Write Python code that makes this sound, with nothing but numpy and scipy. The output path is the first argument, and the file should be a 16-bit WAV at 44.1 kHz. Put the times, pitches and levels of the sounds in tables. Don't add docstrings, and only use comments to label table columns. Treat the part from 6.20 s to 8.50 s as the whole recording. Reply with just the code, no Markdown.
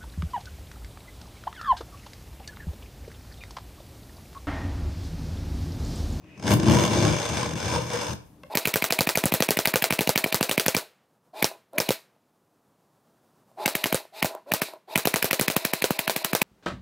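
import sys
import numpy as np
from scipy import signal
from scipy.io import wavfile

SR = 44100
rng = np.random.default_rng(int(sys.argv[2]) if len(sys.argv) > 2 else 0)


def generate_wav(signal):
    frames = np.transpose(np.atleast_2d(signal))
    scaled = np.clip(frames, -1, 1) * 32767
    pcm = np.round(scaled).astype(np.int16)
    wavfile.write(sys.argv[1], SR, pcm)


def nominal_scale(level):
    x = np.asarray(level, float) / 20
    return 10 ** x


N = 101430
TIME = np.arange(N) / SR

# (time [s], grinding level [dB], downward load as thump over grit [dB])
PULL_CURVE = [(0.0, -71.5, 23), (0.144, -69.5, 22.5), (0.236, -48.5, 19), (0.268, -35.5, 19.5),
              (0.322, -27, 11), (0.366, -45, 27), (0.548, -29, 8.5), (0.684, -37, 6), (0.72, -30.5, 13),
              (1.088, -36.5, 3.5), (1.124, -36.5, 1), (1.212, -33.5, 0.5), (1.352, -45, 13.5),
              (1.378, -37.5, 3.5), (1.556, -33.5, 4.5), (1.658, -45, 2.5), (1.75, -34, -8.5),
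              (1.935, -41, 4.5)]
# (time [s], grit peak [dB], thump [dB])
HEEL_CATCHES = [(0.1757, -40.5, -42), (0.196, -33.5, -40), (0.2254, -25, -32), (0.2364, -25.5, -36),
                (0.2448, -31, -21), (0.2549, -25, -21), (0.2669, -16.5, -26), (0.2774, -10.5, -29),
                (0.286, -23, -24), (0.306, -12, -17), (0.3156, -14.5, -17), (0.3263, -14.5, -14.5),
                (0.336, -10, -12), (0.398, -15.5, -24), (0.421, -30, -42), (0.431, -18, -15),
                (0.442, -24, -34), (0.457, -18, -33), (0.465, -18.5, -15.5), (0.4738, -16, -17.5),
                (0.483, -10, -9.5), (0.4966, -12, -11), (0.5092, -11, -18), (0.5179, -11, -11.5),
                (0.526, -20, -23), (0.5347, -12, -12), (0.5449, -10.5, -35), (0.55, -13, -17)]
# (time [s], grit peak [dB], thump [dB])
EDGE_SNAGS = [(0.56, -22, -15.5), (0.5685, -12.5, -32), (0.5856, -12, -22.0), (0.595, -13, -16.5),
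              (0.6362, -8, -20), (0.6499, -8.5, -26), (0.66, -12.5, -22), (0.6767, -12, -23),
              (0.6964, -23, -23.0), (0.706, -24, -23), (0.7146, -29, -18.5), (0.7325, -12, -22),
              (0.7474, -19, -40), (0.7569, -22, -20), (0.7856, -22, -25), (0.8025, -18, -19),
              (0.8137, -24, -31), (0.8231, -15, -18.5), (0.8491, -10, -23), (0.877, -15.5, -26),
              (0.8864, -15, -36), (0.9234, -16, -28), (0.9322, -17, -39), (0.9402, -19.5, -29),
              (0.9646, -17, -30), (0.984, -18.0, -43), (0.9986, -14.5, -34), (1.0161, -17, -33),
              (1.0276, -18, -45), (1.0521, -14.0, -40), (1.0604, -16.5, -36), (1.0885, -15.5, -36),
              (1.1198, -23, -26), (1.1692, -13, -25), (1.2085, -20, -34), (1.2284, -15.5, -26.5),
              (1.2435, -26, -38), (1.2717, -35, -37), (1.29, -23, -45), (1.3082, -20.5, -32),
              (1.3338, -22.5, -29), (1.3543, -23.5, -40), (1.3627, -28, -32.0), (1.374, -27, -39),
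              (1.3821, -26.5, -37), (1.4008, -19, -38), (1.4126, -28, -33), (1.4348, -34, -27.5),
              (1.4794, -15.5, -32), (1.4994, -19, -31), (1.5231, -18, -25), (1.5588, -15.5, -39),
              (1.5797, -23, -32), (1.7005, -24.0, -32), (1.7541, -17.5, -44.0), (1.7708, -22.5, -32),
              (1.7877, -21, -29), (1.8006, -32, -50), (1.8666, -22, -41), (1.9311, -25.5, -30)]
# (start [s], end [s])
SKIP_SPAN = (1.340, 1.354)
# (frequency [Hz], width [Hz], level [dB])
BLADE_RINGS = [(1550, 169, 1.5), (2307, 120, 3), (2767, 155, -0.5), (3136, 215, -4), (3518, 146, 1.5),
               (4264, 61, -5), (4660, 42, -2.5), (5210, 210, 0.5), (6170, 200, 1), (6520, 75, 0),
               (7100, 40, -23), (8320, 500, -9), (9800, 330, -16.5), (10400, 56, -13)]
# (frequency [Hz], level [dB per Hz])
GRIT_COLOUR = [(240, -47), (400, -43), (488, -10), (706, -11.5), (1040, -12.5), (3490, -20.5), (4460, -22),
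               (6350, -18.5), (15700, -41)]
# (frequency [Hz], width [Hz], level [dB])
HOLDER_RINGS = [(423, 95, -10.5), (577, 54, -1), (648.5, 115, -8), (758.5, 77, -5.5), (828, 133, -7),
                (978.5, 116, -2.5), (1045, 149, -6), (1175, 30, -17)]
# (frequency [Hz], width [Hz], level [dB])
TIP_RINGS = [(481.3, 35, 3.5), (509.3, 51, 0), (942, 87, -7.5), (8400, 410, -26)]
# (start [s], end [s], lift [dB])
SINGING_SPELLS = [
    (1.148, 1.283, 5),
    (1.499, 1.625, 9.5),
    (1.676, 1.78, 6.5),
    (1.806, 1.976, 5.5),
]
# (frequency [Hz], width [Hz], level [dB])
WORKTOP_RINGS = [(74.4, 13.7, -3.5), (116, 25.5, 2.5), (132.1, 14, 2), (155, 9.5, 1.5), (170.2, 18, -1.5),
                 (202, 11.7, -2), (243, 170, -22.5), (424, 167, -15)]
# (frequency [Hz], width [Hz], level [dB])
HEEL_RINGS = [(296, 10.5, -1.5), (303, 17.3, 2.5), (343.7, 22, -2.5), (370, 26.3, -6.5)]
# (start [s], end [s])
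HEEL_LEAVES = (0.83, 1)
# (start [s], full [s], fade [s], end [s], level [dB]); with times out of order the
# second sets in at once at 0.49 s and fades, the third stops while still rising
GUIDE_SCUFFS = [
    (0.28, 0.31, 0.35, 0.395, -35.5),
    (0.49, 0.39, 0.48, 0.74, -43.5),
    (1.45, 2.3, 2.3, 1.963, -51.5),
    (.6, 0.798, 1.25, 3.5, -60),
]
# (frequency [Hz], width [Hz], level [dB])
SCUFF_RINGS = [(10400, 2100, -10), (12100, 260, 4), (12200, 7600, 0), (15400, 1200, -8)]
# (start [s], full [s], fade [s], end [s])
GLIDE_SPAN = (.005, .10, .17, .22)
# (frequency [Hz], width [Hz], level [dB])
GLIDE_RINGS = [(1980, 490, -9.5), (2530, 94, 2.5), (2820, 170, -8), (3700, 150, -27)]
# (time [s], peak level [dB])
TAP_HITS = [
    (0.043, -50.5),
    (2.2342, -34),
]
# (frequency [Hz], level [dB], 60 dB decay [s])
TAP_MODES = [(529, 1, 0.1), (586, -0.5, 0.11), (1050, -7, 0.032), (1090, 3, 0.035), (1320, -2, 0.023),
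             (1550, 0, 0.025), (2040, -11, 0.053), (2120, -9, 0.066), (2460, -8, .01), (2700, 4.5, 0.016),
             (3250, -2, 0.013), (4340, -8, 0.0087), (5200, -7, 0.0079), (8350, -11, 0.0054)]
# (frequency [Hz], level [dB per Hz])
ROOM_COLOUR = [(18, -43), (30, -1.5), (169, -15.5), (836, -24.5), (1340, -32), (1530, -35.5), (7740, -45.5),
               (8600, -51), (15700, -49)]
# (frequency [Hz], width [Hz], level [dB])
DRONE_RINGS = [(306.4, 20, 20.5), (165, 63, 17)]
# (frequency [Hz], left-right likeness [clipped to 0..1])
STEREO_LIKENESS = [(60, 3.5), (200, 4.5), (500, 0.6), (2000, 0.5), (5000, 0.7), (10000, 0.12)]
# (frequency [Hz], left over right [dB])
STEREO_BALANCE = [(110, 4.2), (300, 1.1), (2500, .7), (4400, 4.2), (6200, .5), (8200, 9.2), (10000, 5.5),
                  (15000, 5.2)]

JUDDER_END_S, LEAVE_S = 0.55, 1.9357
SLIPS_PER_S, SLIP_JITTER, SLIP_SPREAD_DB, SNAG_CLEAR_S = 95, 0.31, -4, 0.007
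SLIP_DECAY_S, SLIP_SHARE, SLIPS_FADE_DB_PER_S = 0.0043, 0.35, 1.5
STICK_S, STICK_SHARE = 0.0026, 0.3
TEAR_RISE_S, TEAR_HOLD_S, TEAR_FALL_S = 0.00061, 0.0036, 0.0026
GRAINS_PER_S, GRAIN_SPREAD_DB, SKIP_DB = 6000, 1, -17
LEAVE_DB_PER_S, BRUSH_DB, BRUSH_DB_PER_S = 2494.5, 13, 128
TICK_DB, TICKS_FADE_DB_PER_S = 11, 3
BLADE_DB, GRIT_DB, HOLDER_DB, HOLDER_FADES_DB_PER_S = 8, 15.5, 24, 1.5
TIP_DB, TIP_GROWS_DB_PER_S = 13.5, 3
RUMBLE_SHARE, UNLOAD_DB_PER_S, THUMP_DB, THUMP_CUT_HZ = 0.34, 137, 16.5, 1150
WORKTOP_DB, HEEL_LOSS_DB = 22, -5.5
JOLT_HZ, JOLT_DB, JOLT_WIDTH_S, JOLT_LAG_S = 130, -0.5, 0.0034, 0.0032
GLIDE_DB = -41.5
TAP_RISE_S, TAP_CRACK_S, TAP_CRACK_DB = 0.0027, 0.0014, -10.5
KITCHEN_T60_S, WALL_CUT_HZ, KITCHEN_DB = 0.37, 10500, -15
TONE_DB = -55.5
RING_WANDER_DB, WANDER_HZ = 1.2, 5.9
PORT_LAG_SAMPLES, PORT_SHARE = 7, 0.043


def rms_one(x):
    return x / np.sqrt(np.mean(x ** 2) + 1e-20)


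def at_hz(points, hz):
    table_hz, value = np.transpose(points)
    return np.interp(np.log(hz), np.log(table_hz), value)


def noise_pair():
    return rng.standard_normal((2, N))


def drift(rate):
    r = np.exp(-2 * np.pi * rate * 40 / SR)
    slow = signal.lfilter([1], [1, -2 * r, r * r], rng.standard_normal(N // 40 + 2002))
    slow = slow[2000:]
    return np.interp(np.arange(N) / 40, np.arange(len(slow)), rms_one(slow - slow.mean()))


def spread(pair, hz):
    alike = np.clip(at_hz(STEREO_LIKENESS, hz), 0, 1)
    sides = np.sqrt(1 + alike) * pair[0] + np.sqrt(1 - alike) * pair[1] * [[1], [-1]]
    return sides * nominal_scale(at_hz(STEREO_BALANCE, hz) * np.array([[0.5], [-0.5]]))


def ports(pair):
    late = np.roll(pair[0], PORT_LAG_SAMPLES)
    return np.array([pair[0], np.sqrt(PORT_SHARE) * late + np.sqrt(1 - PORT_SHARE) * pair[1]])


def body(pair, rings):
    out = 0
    for k, (hz, width, db) in enumerate(rings):
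        r = np.exp(-np.pi * width / SR)
        poles = [1, -2 * r * np.cos(2 * np.pi * hz / SR), r * r]
        rung = signal.lfilter((1 - r * r) / 2 * np.array([1, 0, -1]), poles, pair + 1e-18)
        strength = nominal_scale(db + RING_WANDER_DB * drift(WANDER_HZ))
        out = out + (-1) ** k * strength * spread(rung, hz)
    return out


def coloured(pair, spectrum):
    edges = 30 * 2 ** np.arange(0, 9.6, 0.5)
    out = 0
    for k, (lo, hi) in enumerate(zip(edges, edges[1:])):
        centre = np.sqrt(lo * hi)
        band = signal.sosfilt(signal.butter(2, [lo, hi], "band", fs=SR, output="sos"), pair)
        out = out + nominal_scale(at_hz(spectrum, centre)) * (-1) ** k * spread(band, centre)
    return out


def slips():
    draw = rng.standard_normal((400, 2))
    s = JUDDER_END_S + np.cumsum(np.exp(SLIP_JITTER * draw[:, 0])) / SLIPS_PER_S
    loose, hard, thumps = np.zeros((3, N))
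    at, db, thump_db = np.transpose(HEEL_CATCHES + EDGE_SNAGS)
    clear = np.abs(s[:, None] - at).min(axis=1) > SNAG_CLEAR_S
    free = (s < LEAVE_S) & clear
    loose[(s[free] * SR).astype(int)] = nominal_scale(SLIP_SPREAD_DB * draw[free, 1])
    pull_s, pull_db, _ = np.transpose(PULL_CURVE)
    catch = (at * SR).astype(int)
    hard[catch] = nominal_scale(db - np.interp(at, pull_s, pull_db) - 12.5)
    thumps[catch] = nominal_scale(thump_db)
    return loose, hard, thumps


def stick_and_tear(hard):
    t = np.arange(800) / SR
    stop = 1 + np.exp(np.minimum((t - TEAR_HOLD_S) / TEAR_FALL_S * 2, 50))
    tear = np.minimum(t / TEAR_RISE_S, 1) / stop
    stick = np.convolve((hard > 0)[::-1], np.exp(-(t / STICK_S) ** 2))[:N][::-1]
    return 1 - STICK_SHARE * np.minimum(stick, 1), np.convolve(hard, tear)[:N]


def edge_motion(loose, hard):
    stuck, torn = stick_and_tear(hard)
    fall = np.exp(-1 / (SLIP_DECAY_S * SR))
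    smoother = nominal_scale(-SLIPS_FADE_DB_PER_S * TIME)
    bursts = signal.lfilter([1], [1, -fall], smoother * loose + 1e-18) + nominal_scale(-2.5) * torn
    return stuck, bursts


def grind(loose, hard, stuck, bursts):
    pull_s, pull_db, _ = np.transpose(PULL_CURVE)
    level_db = np.interp(TIME, pull_s, pull_db)
    gone = np.maximum(TIME - LEAVE_S, 0)
    sizes = nominal_scale(GRAIN_SPREAD_DB * np.minimum(rng.exponential(1, (2, N)), 5))
    sizes = sizes * rng.choice([-1, 1], (2, N))
    grains = rms_one(sizes * (rng.random((2, N)) < GRAINS_PER_S / SR))
    skip_db = SKIP_DB * ((TIME > SKIP_SPAN[0]) & (TIME < SKIP_SPAN[1]))
    leave_db = np.minimum(LEAVE_DB_PER_S * gone, BRUSH_DB + BRUSH_DB_PER_S * gone)
    swell = nominal_scale(level_db + skip_db - leave_db) * ((1 - SLIP_SHARE) * stuck + 2 * SLIP_SHARE * bursts)
    clicks = signal.lfilter([0.35, 0.7, 0.35], [1, -0.45], loose + nominal_scale(-0.5) * hard)
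    ticks = nominal_scale(TICK_DB + level_db - TICKS_FADE_DB_PER_S * TIME) * clicks * [[1], [0]]
    grit = ports(grains * swell + ticks)
    loose_grit = ports(grains[:, ::-1] * swell + ticks)
    sings_db = 0
    for start, end, db in SINGING_SPELLS:
        sings_db = sings_db + db * np.sin(np.pi * np.clip((TIME - start) / (end - start), 0, 1))
    blade = nominal_scale(BLADE_DB) * body(grit, BLADE_RINGS)
    hiss = nominal_scale(GRIT_DB) * coloured(loose_grit, GRIT_COLOUR)
    holder = nominal_scale(HOLDER_DB - HOLDER_FADES_DB_PER_S * TIME) * body(grit, HOLDER_RINGS)
    tip = nominal_scale(TIP_DB + sings_db + TIP_GROWS_DB_PER_S * TIME) * body(loose_grit, TIP_RINGS)
    return blade + hiss + holder + tip


def worktop(loose, thumps):
    pull_s, pull_db, load_db = np.transpose(PULL_CURVE)
    push_db = np.interp(TIME, pull_s, pull_db) + np.interp(TIME, pull_s, load_db)
    push_db = push_db - UNLOAD_DB_PER_S * np.maximum(TIME - LEAVE_S, 0)
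    push = rms_one(loose) * (1 - RUMBLE_SHARE) + RUMBLE_SHARE * noise_pair()
    push = push * nominal_scale(push_db) + nominal_scale(THUMP_DB) * thumps
    push = signal.sosfilt(signal.butter(2, THUMP_CUT_HZ, fs=SR, output="sos"), push)
    heel_gain = np.interp(TIME, HEEL_LEAVES, [1, nominal_scale(HEEL_LOSS_DB)])
    return nominal_scale(WORKTOP_DB) * (body(push, WORKTOP_RINGS) + heel_gain * body(push, HEEL_RINGS))


def jolts(thumps):
    u = (np.arange(600) / SR - JOLT_LAG_S) / (JOLT_WIDTH_S / 2)
    shoves = nominal_scale(JOLT_DB) * np.convolve(thumps, (1 - 2 * u * u) * np.exp(-u * u))[:N]
    return spread([shoves, np.roll(shoves, 60)], JOLT_HZ)


def scuffs(stuck, bursts):
    level = sum(np.interp(TIME, s, [0, 1, 1, 0]) * nominal_scale(db) for *s, db in GUIDE_SCUFFS)
    return body(level * noise_pair() * (0.65 * stuck + 0.99 * bursts), SCUFF_RINGS)


def glide():
    level = np.interp(TIME, GLIDE_SPAN, [0, 1, 1, 0]) * nominal_scale(GLIDE_DB)
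    return body(level * noise_pair(), GLIDE_RINGS)


def taps():
    out = np.zeros(N)
    for s, db in TAP_HITS:
        t = np.maximum(TIME - s, 0)
        crack = signal.lfilter([0.3, 0.6, 0.3], [1, -0.5], rng.standard_normal(N))
        out += nominal_scale(db + TAP_CRACK_DB) * (TIME > s) * np.exp(-t / TAP_CRACK_S) * crack
        for hz, mode_db, t60 in TAP_MODES:
            swell = 1 - np.exp(-t * hz / 1000 / TAP_RISE_S)
            out += nominal_scale(db + mode_db - 6 - 60 * t / t60) * np.sin(2 * np.pi * hz * t) * swell
    return out * nominal_scale(np.array([[0.6], [-0.6]]))


def kitchen(x):
    out = np.zeros((2, N))
    dull = np.exp(-2 * np.pi * WALL_CUT_HZ / SR)
    lags = (rng.uniform(0.012, 0.035, 16) * SR).astype(int)
    for k, lag in enumerate(lags):
        loop, state = x.copy(), [0.0]
        gain = nominal_scale(-60 * lag / SR / KITCHEN_T60_S)
        for i in range(lag, N, lag):
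            back, state = signal.lfilter([gain * (1 - dull)], [1, -dull], loop[i - lag:i], zi=state)
            loop[i:i + lag] += back[:N - i]
        out[k % 2] += (loop - x) * (-1) ** (k // 2)
    return out


def room_tone():
    air = rms_one(coloured(rng.standard_normal((2, N + 8000)), ROOM_COLOUR)[:, 8000:])
    drone = body(noise_pair(), DRONE_RINGS)[:, ::-1]
    return nominal_scale(TONE_DB) * (air + nominal_scale(np.interp(TIME, [0, 0.3], [2.5, 0])) * drone)


def scene():
    loose, hard, thumps = slips()
    stuck, bursts = edge_motion(loose, hard)
    near = grind(loose, hard, stuck, bursts) + worktop(loose, thumps) + jolts(thumps)
    near = near + scuffs(stuck, bursts) + glide() + taps()
    send = signal.sosfilt(signal.butter(1, 150, "high", fs=SR, output="sos"), near.mean(axis=0))
    return near + nominal_scale(KITCHEN_DB) * kitchen(send) + room_tone()


def top_cut(x):
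    return signal.sosfilt(signal.butter(12, 15860, fs=SR, output="sos"), x)


def record(dry):
    x = signal.sosfilt(signal.butter(3, 55, "high", fs=SR, output="sos"), dry)
    x = 0.85 * np.tanh(x / 0.85)
    x = signal.sosfilt(signal.ellip(10, 0.5, 70, 15700, fs=SR, output="sos"), x)
    return top_cut(x)


dry = scene()
out = record(dry)
generate_wav(out)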